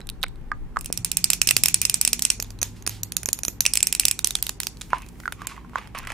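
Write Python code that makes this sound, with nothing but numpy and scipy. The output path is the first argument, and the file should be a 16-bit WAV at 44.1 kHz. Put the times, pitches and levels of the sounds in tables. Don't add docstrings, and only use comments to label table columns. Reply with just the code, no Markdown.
import sys
import numpy as np
from scipy import signal
from scipy.fft import rfft, irfft
from scipy.io import wavfile
from scipy.ndimage import uniform_filter1d

SR = 44100
rng = np.random.default_rng(int(sys.argv[2]) if len(sys.argv) > 2 else 0)


def natural_amplitude(level_db):
    exponent = np.asarray(level_db, float) / 20
    return 10 ** exponent


def waveform_to_disk(signal):
    frames = np.transpose(np.atleast_2d(signal))
    scaled = np.clip(frames, -1, 1) * 32767
    samples = np.round(scaled).astype(np.int16)
    wavfile.write(sys.argv[1], SR, samples)


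N = 270333
CONTACT = 6144

# start_s, # peak_db, struck_spot_hz, weight_below_3khz_db, and in some rows edge_above_10khz_db
LOWER_WALL_TAPS = [
    (.788, -29.5, 10160, -32, -8),
    (.809, -22.5, 9500, -14, 0),
    (.844, -27, 9250, -6, 4),
    (.858, -17, 8660, -22, -4),
    (.925, -10.5, 5530, -19, -7),
    (.974, -13, 7600, -20, -4),
    (1.046, -5, 9500, -27.5, -3),
    (1.115, -9, 7340, -52.5, -0.5),
    (1.169, -4.5, 8230, -37, -3.5),
                   (1.241, -2.5, 4780, -21.5, -7.5), (1.301, 0, 7300, -19.5, -8.5),
             (1.332, -4.5, 5480, -14, -9.5), (1.415, -2.5, 6480, -11.5, -10.5),
             (1.472, -2.5, 6060, -18.5, -7.5), (1.488, -3.5, 5000, -17, -13), (1.508, -2, 8620, -6, -5),
             (1.565, 0, 4580, -10, -4), (1.635, 1.5, 8460, -17.5, -2.5), (1.657, -2, 5040, -10.5, -3.5),
             (1.683, -3, 7230, -14, -4), (1.742, -0.5, 8000, -24.5, -10), (1.815, -2, 7000, -39, -5),
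             (1.851, -5, 7670, -16, -9), (1.896, -6, 7280, -19, -7), (1.941, -2, 8050, -28.5, -13),
             (2.012, -1.5, 8800, -25, -6), (2.049, -4, 8100, -16, -6), (2.075, -4, 8820, -16.5, -14),
             (2.13, -2.5, 5530, -17, -10), (2.192, -15, 8200, -10.5, -7), (2.221, -5.5, 8020, -48, -10),
             (2.25, -3.5, 8190, -20.5, -16), (2.301, -1.5, 5530, -19.5, -15.5)]
BASE_TAPS = [(2.399, -15, 5510, -15, -9), (2.424, -15.5, 6800, -19.5, 0), (2.444, -35, 3650, -8, -15),
             (2.504, -26, 4860, -16.5, -14), (2.588, -34.5, 4050, -12, -12), (2.615, -12, 6000, -20.5, -8),
             (2.628, -5.5, 6500, -21.5, -9), (2.823, -33.5, 6430, -13, -4), (2.864, -16, 5230, -14.5, -5),
             (2.874, -8, 9900, -18, -16), (2.893, -19, 6500, -15, 2), (3.032, -12, 6780, -47, -0.5),
             (3.12, -17, 9800, -18.5, -3), (3.166, -6.5, 6990, -24, -2.5), (3.231, -20.5, 9680, -13, -3),
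             (3.257, -9.5, 6800, -22, -6.5), (3.287, -10.5, 9530, -15, -19), (3.329, -4.5, 7050, -44, -1.5),
             (3.388, -19, 9700, -13.5, 1), (3.433, -13.5, 9400, -20, -15), (3.449, -10, 9680, -22.5, -24),
             (3.481, -10, 6760, -21, -8), (3.6053, -2, 6320, -22, 1.5)]
UPPER_WALL_TAPS = [(3.652, -9.5, 5400, -1.5, -9), (3.662, -1, 6100, -13.5, -13.5),
                   (3.735, -4.5, 8000, -40, -2), (3.754, -5, 6200, -15, -5),
                   (3.7715, -3.5, 7600, -11.5, -8), (3.804, -15, 5540, -6, -12),
                   (3.8275, -1.5, 7600, -19, -8), (3.869, -5.5, 7800, -22.5, -3),
                   (3.925, -5.5, 7550, -12, -1), (3.949, -5, 5530, -14.5, -6),
                   (3.996, 0.5, 7550, -21, -2.5), (4.033, -22, 3400, 9, -11),
                   (4.052, -0.5, 8150, -25, -3.5), (4.082, -5, 8460, -18, -4), (4.111, -6, 7700, -17, -4)]
CAP_TAPS = [(4.19, -13, 3770, -15.5, -9), (4.244, -2, 5980, -38, -18), (4.271, -8, 9400, -18.5, -2.5),
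            (4.306, -12.5, 3720, -18.5, -8), (4.352, -5.5, 3494, -20.5, -30), (4.386, -31, 6000, -8, -9),
            (4.425, -6.5, 9330, -27, 1.5), (4.466, -12, 3830, -13.5, -4), (4.492, -12.5, 6970, -12.5, -3.5),
            (4.601, -8.5, 4390, -16, -7), (4.632, -13, 6940, -17.5, -9), (4.668, -12, 4900, -14.5, -7.5),
            (4.77, -36, 4370, -36, -26), (4.811, -24, 3540, -11, -24), (4.815, -22.5, 4050, -13, -26)]
CAP_CLICKS = [(4.903, -33, 2430, -1), (4.982, -34, 2020, -29), (5.019, -33.5, 2430, -10),
              (5.062, -39.5, 2370, -9), (5.086, -35, 6920, -55), (5.154, -50, 2000, 3),
              (5.2, -33, 7050, -9.5), (5.322, -18.5, 3640, -2), (5.417, -33.5, 4950, -4),
              (5.469, -15.5, 7420, -17.5), (5.563, -39, 1990, 6), (5.694, -44.5, 2464, 3),
              (5.782, -28, 3600, 3), (5.872, -39, 5170, -4), (5.9475, -27, 2530, 12),
              (5.951, -27, 1500, 8.5), (5.979, -27, 2620, -1, 8), (5.9855, -25, 5530, -14, 8),
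              (6, -34, 2300, 9), (6.03, -39, 5800, 0), (6.049, -32, 2030, 5), (6.0705, -20.5, 2050, 2),
              (6.094, -33, 2300, 7), (6.101, -23, 2380, 8), (6.1185, -24, 2520, 3)]
WAND_CLICKS = [(.0135, -42, 3900, -4), (.2155, -40, 9000, -24), (.07, -28, 10960, -37),
               (.0895, -18.5, 4030, -24), (.0985, -18, 9400, -46), (.2225, -37, 5800, -27),
               (.2288, -10.5, 3140, -37), (.2352, -14, 1500, -9), (.2391, -15, 1930, -1),
               (.2635, -36, 2230, -6), (.2821, -32, 8300, -24), (.3571, -46.5, 3500, -14),
               (.412, -52, 3080, -3), (.485, -52, 2480, -3), (.004, -35, 8000, -9)]
# pitch_hz, level_db, t60_s
WALL_MODES = [(2600, 13.5, 0.0089), (4170, -17, 0.049), (5308, 2.5, 0.042), (5530, 0.5, 0.017),
              (6150, 1, 0.027), (7600, 4, 0.024), (8130, 4, 0.025), (8637, 4, 0.011), (9510, 1.5, 0.051),
              (11660, -14.5, 0.03)]
BASE_MODES = [(2514, -2.5, 0.022), (4546, 4.5, 0.0063), (5880, -6, 0.042), (6603, 4, 0.0076),
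              (9680, -5.5, 0.032), (12870, 4.5, 0.054)]
CAP_MODES = [(1500, -2, 0.007), (2403, 10.5, 0.0048), (3710, -1.5, 0.0055), (6500, -52, 0.0058),
             (8230, -4, 0.0046), (13340, 29.5, 0.0023)]
# pitch_hz, width_hz, level_under_tap_db, t60_s
WALL_RING = [(2430, 140, -40, 0.19), (9370, 430, -61, 0.15), (8000, 4100, -31, 0.087)]
BASE_RING = [(6700, 1300, -30, 0.097), (9680, 420, -45, 0.18), (12950, 230, -39, 0.2)]
CAP_RING = [(2430, 210, -28.5, 0.1)]
# time_s, left_over_right_db
HAND = [(.2, -5), (1.1, -4.5), (1.45, -7), (1.65, -5), (1.95, -2), (2.2, -4.5), (3.5, -4.5), (4, -4.5),
        (4.2, -5), (5.5, -4)]
# start_s, peak_db, cavity_hz, upper_mode_db,
# t60_s
POPS = [(.014, -46, 3950, -6, .03), (.264, -45, 2230, -20, .03), (0.5169, -26.5, 1222, 7, 0.043),
        (0.7609, -30.5, 1290, -20, 0.032), (0.7694, -19.5, 1182, -20, 0.017),
        (4.9319, -21.5, 1018, -1, .06), (5.235, -43, 1500, 0, 0.022), (5.256, -26, 1530, -24, 0.022),
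        (5.278, -21, 1414, -12, 0.019), (5.418, -36.5, 1170, 0, 0.031), (5.518, -45, 1110, -3, .025),
        (5.578, -41.5, 1100, -7, 0.037), (5.647, -50.5, 1055, 3, 0.049), (5.734, -47, 1030, -1, .03),
        (5.757, -23.5, 1090, -3, 0.025), (5.781, -44, 970, 1, .03), (5.952, -41, 1280, -23, 0.022),
        (6.04, -44, 1480, -1, 0.022)]
# start_s, peak_db, pitch_hz
THUMPS = [(.001, -34, 450), (5.2, -38, 500), (0.902, -23.5, 474), (1.473, -25.5, 300), (1.566, -22.5, 355),
          (2.192, -32.5, 241), (2.397, -28, 383), (2.626, -26.5, 614), (2.874, -23.5, 353),
          (3.287, -23, 386), (3.482, -24, 328), (4.05, -30, 340), (4.244, -26.5, 295)]
# start_s, peak_db, pitch_hz, t60_s
STAND_BUMP = (.988, -24, 112, .12)
# firmest_grip_s, build_up_s, cavity_db, scrape_db, cavity_hz
RUB = [(4.924, .02, -42, -50, 1000), (4.91, .008, -48, -60, 2400), (5.03, .012, -50, -65, 2400),
       (5.953, .005, -44, -65, 2500), (2.45, .01, -65, -46, 990), (2.639, .005, -53, -34.5, 1000),
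       (2.766, 0.018, -65, -46, 1000), (2.95, .03, -71, -44.5, 1000), (4.822, .01, -61.5, -42.5, 1005),
       (5.972, .02, -38.5, -49.5, 1095), (6.098, .015, -43, -42, 1250), (2.905, .005, -63, -34, 1060),
       (4.944, 0.0037, -31, -47, 1060), (5.41, 0.048, -42, -50.5, 1250), (5.444, 0.05, -48.5, -60, 1100),
       (5.492, .01, -45, -38.5, 1500), (5.52, 0.064, -42.5, -60, 1080), (5.579, 0.06, -51, -81, 1010),
       (5.658, 0.052, -62, -75.5, 1080), (5.774, 0.045, -35, -43, 1140), (5.81, 0.018, -42.5, -59, 930),
       (5.855, 0.024, -55, -64, 880), (5.95, 0.0048, -36.5, -46, 1186), (5.99, 0.046, -53, -61, 1120),
       (6.035, .03, -42, -72, 1500), (6.08, 0.022, -41, -58, 1270), (6.124, 0.067, -43, -64, 1110)]
# time_s, level_db
RUSTLE = [(4.7, -67), (4.818, -52.5), (5.166, -56.5), (5.26, -46), (5.388, -71), (5.524, -75), (5.806, -76),
          (5.934, -75), (6.13, -64)]
# pitch_hz, t60_s
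ROOM_T60 = [(300, 0.38), (1100, 0.13), (2000, 0.11), (6000, 0.27), (11000, 0.14), (15000, 0.081)]
# pitch_hz, level_db
VENT = [(21, -47), (36, -11), (59, -4.5), (92, -9), (125, -3.5), (392, -13.5), (557, -24), (694, -27),
        (767, -21), (923, -23), (1170, -27), (2000, -31), (2600, -55), (4400, -120)]
# pitch_hz, width_hz, level_db
HUM = [(41.06, 3.4, -48), (175, 14, -57.5), (239.7, 6.3, -59)]
# time_s, level_db
DRONE = [(1.0, -53), (2.2, -50), (2.5, -54.5), (3.04, -43.5), (3.38, -53)]
# time_s, level_db
RUMBLE = [(.85, -54.5), (1.1, -50), (1.6, -41), (2.3, -59.5)]
# time_s, level_db
SWAY = [(0, -40.5), (.78, -36.5), (.95, -59), (1.4, -72.5), (5.75, -64.5), (6.13, -40.5)]
# start_s, end_s, start_pitch_hz, end_pitch_hz, level_db
FAR_TONES = [
    (0.857, 1.504, 172, 179.5, -45.5),
    (1.15, 1.95, 142.5, 150.7, -52),
    (1.697, 2.148, 180, 193, -53),
    (2.048, 2.274, 233, 236, -46),
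    (2.212, 3.267, 101.3, 104.6, -42.5),
    (2.95, 3.253, 179.4, 174, -53),
]
# pitch_hz, level_db
HISS = [(880, -35), (1500, -33.5), (1990, -36), (2110, -1), (4050, -12), (13000, -18), (15200, -17),
        (16500, -33.5)]
# time_s, hiss_gain_db
HISS_RISE = [(.75, 4.5), (1.1, 7)]


def at_hz(points, hz):
    table = np.array(points)
    return np.interp(np.log(hz), np.log(table[:, 0]), table[:, 1])


def in_time(rows):
    s, value = np.transpose(rows)
    return np.interp(np.arange(N) / SR, s, value)


def rms_one(x):
    return x / np.sqrt(np.mean(x ** 2) + 1e-20)


def band(x, low_hz, high_hz, order=2):
    edges = [low_hz, min(high_hz, .45 * SR)]
    return signal.sosfilt(signal.butter(order, edges, "band", fs=SR, output="sos"), x)


def stereo_noise(alike):
    mid, side = rng.standard_normal((2, N))
    return np.sqrt(1 + alike) * mid + np.sqrt(1 - alike) * side * [[1], [-1]]


def coloured(x, spectrum):
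    hz = np.maximum(np.fft.rfftfreq(N, 1 / SR), 5)
    return rms_one(irfft(rfft(x) * natural_amplitude(at_hz(spectrum, hz)), N))


def fade(t60):
    return natural_amplitude(-60 * np.arange(CONTACT) / SR / np.reshape(t60, (-1, 1)))


def add(out, s, sound, pan_db):
    i = round(s * SR)
    placed = sound * natural_amplitude([[pan_db / 2], [-pan_db / 2], [0]])
    out[:, i:i + CONTACT] += placed[:, :N - i]


def taps(events, body, ring, crack_db, crack_t60, spot_db, low_db, edge_db, unlike, round_db):
    scatter_db, detune = 3.5, .012
    longest_t60 = .015
    hz, level_db, t60 = np.transpose(body)
    t, out = np.arange(CONTACT) / SR, np.zeros((3, N))
    landing = 1. * (np.arange(CONTACT) == 44)
    all_round = natural_amplitude(round_db) * band(landing, 1400, 20000)
    tick = band(landing, 650, 17000, order=1)
    sides = np.array([[1], [-1]]) * unlike
    bite = np.clip(t / 0.00103, 0, 1) ** 14
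    for s, peak_db, spot_hz, chest_db, *edge in events:
        place, face, turn = rng.standard_normal((3, len(hz)))
        white = rng.standard_normal((2, CONTACT))
        white = white[0] + sides * white[1]
        mode_hz = hz * (1 + detune * turn[::-1])
        rings = fade(np.minimum(t60, longest_t60)) * np.exp(2j * np.pi * np.outer(mode_hz, t))
        strength = natural_amplitude(level_db + scatter_db * (place + sides * face)) * np.exp(1j * sides * turn)
        modes = (strength @ rings).imag
        spot_fade = fade(min(0.94 * crack_t60, longest_t60))
        spot = natural_amplitude(spot_db) * np.sin(2 * np.pi * spot_hz * t) * spot_fade
        crack = natural_amplitude(crack_db) * white * fade(crack_t60)
        pair = bite * (modes + spot + crack)

        top_db = edge_db + sum(edge)
        shares = [(500, 1800, chest_db + low_db), (1800, 3300, chest_db), (3500, 10500, 0),
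                  (10500, 14500, top_db), (14500, 17500, top_db - 6)]
        struck = 0
        for low_hz, high_hz, share_db in shares:
            part = band(pair, low_hz, high_hz, order=4)
            struck = struck + natural_amplitude(share_db) * part / np.abs(part.mean(axis=0)).max()
        struck = struck / np.abs(struck.mean(axis=0)).max()
        struck = struck + natural_amplitude(-3) * tick * np.sign(place[0])

        for (ring_hz, width, ring_db, ring_t60), luck in zip(ring, place):
            ring_hz = ring_hz * (1 + detune * luck / 2)
            ring_db = ring_db + scatter_db * luck
            cluster = band(white, ring_hz - width / 2, ring_hz + width / 2, order=1)
            struck = struck + natural_amplitude(ring_db) * bite * rms_one(cluster) * fade(ring_t60)
        to_room = 0.18 * struck.mean(axis=0) + all_round
        pan_db = np.interp(s, *np.transpose(HAND))
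        add(out, s, natural_amplitude(peak_db + 2.5) * np.vstack([struck, to_room]), pan_db)
    return out


def pops(pan_db):
    t, out = np.arange(CONTACT) / SR, np.zeros((3, N))
    bite = np.clip(t / 0.0008, 0, 1)
    for s, peak_db, hz, upper_db, t60 in POPS:
        turn = 2 * np.pi * hz * t
        cavity = (np.sin(turn) + 0.31 * np.sin(1.06 * turn)) * fade(t60)[0]
        upper = natural_amplitude(upper_db) * np.sin(1.31 * turn) * fade(0.015)[0]
        push_level = natural_amplitude(11.5 + 0.4 * (peak_db + 24)) * (1100 / hz) ** 7
        push = push_level * np.sin(1.2 * turn) * fade(0.0043)[0]
        snap = natural_amplitude(-12) * band(rng.standard_normal((3, CONTACT)) * fade(0.0092), 2700, 8700)
        add(out, s, -natural_amplitude(peak_db + 8.5) * bite * (cavity + upper + push + snap), pan_db)
    return out


def thumps(pan_db):
    t, out = np.arange(CONTACT) / SR, np.zeros((3, N))
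    for s, peak_db, hz in THUMPS:
        add(out, s, natural_amplitude(peak_db + 8.0) * np.sin(2 * np.pi * hz * t) * fade(2.0 / hz), pan_db)
    s, peak_db, hz, t60 = STAND_BUMP
    swing = np.clip(t / 0.0065, 0, 1) * np.sin(2 * np.pi * hz * t) * fade(t60)
    add(out, s, natural_amplitude(peak_db) * swing, pan_db / 2)
    return out


def rub(grains_per_s, spread_db):
    t, out = np.arange(N) / SR, 0
    slips = rng.random(N) < grains_per_s / SR
    sizes = natural_amplitude(spread_db * np.minimum(rng.exponential(1, N), 3))
    grains = slips * sizes * rng.choice([-1, 1], N)
    upper = 0.25 * band(grains, 1430, 2700)
    smooth = 0.54 * rng.standard_normal(N)
    scrape = rms_one(band(grains + smooth, 2000, 6500, order=1))
    for s, build_s, cavity_db, scrape_db, hz in RUB:
        cavity = rms_one(band(grains, 0.885 * hz, 1.1 * hz) + upper)
        build_up_db, let_go_db = 21 * (t - s) / build_s, 262 * (s - t)
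        grip = natural_amplitude(np.minimum(build_up_db, let_go_db))
        out = out + grip * (natural_amplitude(cavity_db - 1.0) * cavity + natural_amplitude(scrape_db - 6) * scrape)
    return out * natural_amplitude([[-1.5], [1.5], [-3]])


def rustle(grains_per_s, flutter_db):
    t = np.arange(N) / SR
    flutter = rms_one(band(rng.standard_normal(N), 12, 60, order=1))
    grains = stereo_noise(0.53) * (rng.random(N) < grains_per_s / SR)
    level = natural_amplitude(in_time(RUSTLE) - 6.5 + flutter_db * flutter)
    return level * rms_one(band(grains, 2900, 16000, order=1)) * (t > RUSTLE[0][0])


def room(x):
    tail_db, echo_s, echo_db = -8.5, .0135, -18
    length = int(.4 * SR)
    t, tail, white = np.arange(length) / SR, 0, rng.standard_normal((2, 2, length))
    edges = 250 * 2 ** np.arange(0, 6.6, .5)
    for k, (low, high) in enumerate(zip(edges, edges[1:])):
        decay = natural_amplitude(-60 * t / at_hz(ROOM_T60, np.sqrt(low * high)))
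        tail = tail + band(white[k % 2], low, high) * decay
    tail = tail * np.clip((t - .003) / 0.0069, 0, 1)
    tail = natural_amplitude(tail_db) * tail / np.sqrt(np.sum(tail ** 2) / 2)
    slap = white[0] * (t > echo_s) * natural_amplitude(-60 * (t - echo_s) / .016)
    slap = band(slap, 3200, 8200, order=1)
    tail = tail + natural_amplitude(echo_db) * slap / np.sqrt(np.sum(slap ** 2) / 2)
    return signal.fftconvolve(x[None], tail, axes=1)[:, :N]


def far_tones():
    t, out = np.arange(N) / SR, 0
    for start, end, from_hz, to_hz, level_db in FAR_TONES:
        along = np.clip((t - start) / (end - start), 0, 1)
        phase = 2 * np.pi * np.cumsum(from_hz + (to_hz - from_hz) * along) / SR
        swell = np.sqrt(np.sin(np.pi * along) + 1e-9)
        out = out + natural_amplitude(level_db + 2.5) * swell * np.sin(phase + np.array([[0], [.6]]))
    return out


def background():
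    air = stereo_noise(0.82)
    hum = 0
    for hz, width, level_db in HUM:
        hum = hum + natural_amplitude(level_db) * rms_one(band(air, hz - width / 2, hz + width / 2))
    mains_phase = 2 * np.pi * 57.5 * np.arange(N) / SR
    mains = natural_amplitude(-46) * np.sin(mains_phase + np.array([[0], [.5]]))
    vent = natural_amplitude(-47) * coloured(stereo_noise(0.63), VENT) * natural_amplitude([[-1], [1.2]])
    drone = natural_amplitude(in_time(DRONE)) * rms_one(band(stereo_noise(1.0), 99.4, 108.0))
    rumble = natural_amplitude(in_time(RUMBLE)) * rms_one(band(stereo_noise(0.31), 106, 188.0)) * natural_amplitude([[-1.4], [1.4]])
    sway = natural_amplitude(in_time(SWAY)) * rms_one(band(stereo_noise(0.3), 21, 30.3)) * natural_amplitude([[1.5], [-1.5]])
    hiss = natural_amplitude(-70 + in_time(HISS_RISE)) * coloured(stereo_noise(0.06), HISS)
    return hum + mains + vent + drone + rumble + sway + far_tones() + hiss


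def thinned(x):
    recovery_db, saving_db = 3, 8
    scatter_db, quietest_db = 7, -55
    z = signal.stft(x, SR, nperseg=256, noverlap=192)[2]
    frames = z.shape[2] // 4 * 4
    power = (np.abs(z[:, :126, :frames]) ** 2).sum(axis=0)
    cell_db = 10 * np.log10(power.reshape(21, 6, -1, 4).mean(axis=(1, 3)) + 1e-14)
    ramp = recovery_db * np.arange(cell_db.shape[1])
    recent_db = np.maximum.accumulate(cell_db[2:].max(axis=0) + ramp) - ramp
    for step in (1, 2):
        recent_db = np.maximum(recent_db, np.roll(recent_db, -1) - saving_db)
    luck = rms_one(uniform_filter1d(rng.standard_normal(cell_db.shape), size=2))
    margin_db = np.linspace(31, 17, len(cell_db))[:, None] + scatter_db * luck
    lowest = (np.arange(len(cell_db)) < 3)[:, None]
    keep = (cell_db > recent_db - margin_db) | (recent_db < quietest_db) | lowest
    keep |= cell_db > np.roll(cell_db, 1, axis=1) + 7
    z[:, :126, :frames] *= np.repeat(np.repeat(keep, 6, axis=0), 4, axis=1)
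    return signal.istft(z, SR, nperseg=256, noverlap=192)[1][:, :N]


def scene():
    hands = taps(LOWER_WALL_TAPS, WALL_MODES, WALL_RING, crack_db=11.5, crack_t60=0.011,
                 spot_db=10.5, low_db=-13.0, edge_db=-2.2, unlike=0.44, round_db=6.0)
    hands += taps(BASE_TAPS, BASE_MODES, BASE_RING, crack_db=7.0, crack_t60=0.0075,
                  spot_db=12.5, low_db=-0.5, edge_db=-5.0, unlike=0.42, round_db=2.0)
    hands += taps(UPPER_WALL_TAPS, WALL_MODES, WALL_RING, crack_db=13.0, crack_t60=0.0091,
                  spot_db=7.5, low_db=-21.0, edge_db=-3.1, unlike=0.2, round_db=4.0)
    hands += taps(CAP_TAPS, CAP_MODES, [], crack_db=1.0, crack_t60=0.011,
                  spot_db=-2.5, low_db=-5.0, edge_db=0.0, unlike=0.24, round_db=6.5)
    hands += taps(CAP_CLICKS, CAP_MODES, CAP_RING, crack_db=4.5, crack_t60=0.017,
                  spot_db=-0.5, low_db=2.5, edge_db=-9.5, unlike=0.4, round_db=3.0)
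    hands += taps(WAND_CLICKS, CAP_MODES, [], crack_db=6.0, crack_t60=0.0029,
                  spot_db=15.0, low_db=5.5, edge_db=-38.5, unlike=0.29, round_db=-29)
    soft = pops(pan_db=-5.0) + thumps(pan_db=-5.0)
    hands += soft * natural_amplitude([[0], [0], [-8]])
    hands += rub(grains_per_s=550, spread_db=0.5)
    left = np.convolve(hands[0], [-1 / 16, 9 / 16, 9 / 16, -1 / 16])[2:N + 2]
    near = np.array([left, hands[1]])
    return near + room(hands[2]) + background() + rustle(grains_per_s=6000, flutter_db=-1.0)


def top_cut(x):
    return signal.sosfilt(signal.butter(12, 16840, fs=SR, output="sos"), x)


def record(dry):
    cut = signal.cheby2(10, 60, 16800, fs=SR, output="sos")
    overloaded = np.clip(dry, -1, 1)
    mix = np.clip(thinned(signal.sosfilt(cut, overloaded)), -1, 1)
    return top_cut(mix)


dry = scene()
out = record(dry)
waveform_to_disk(out)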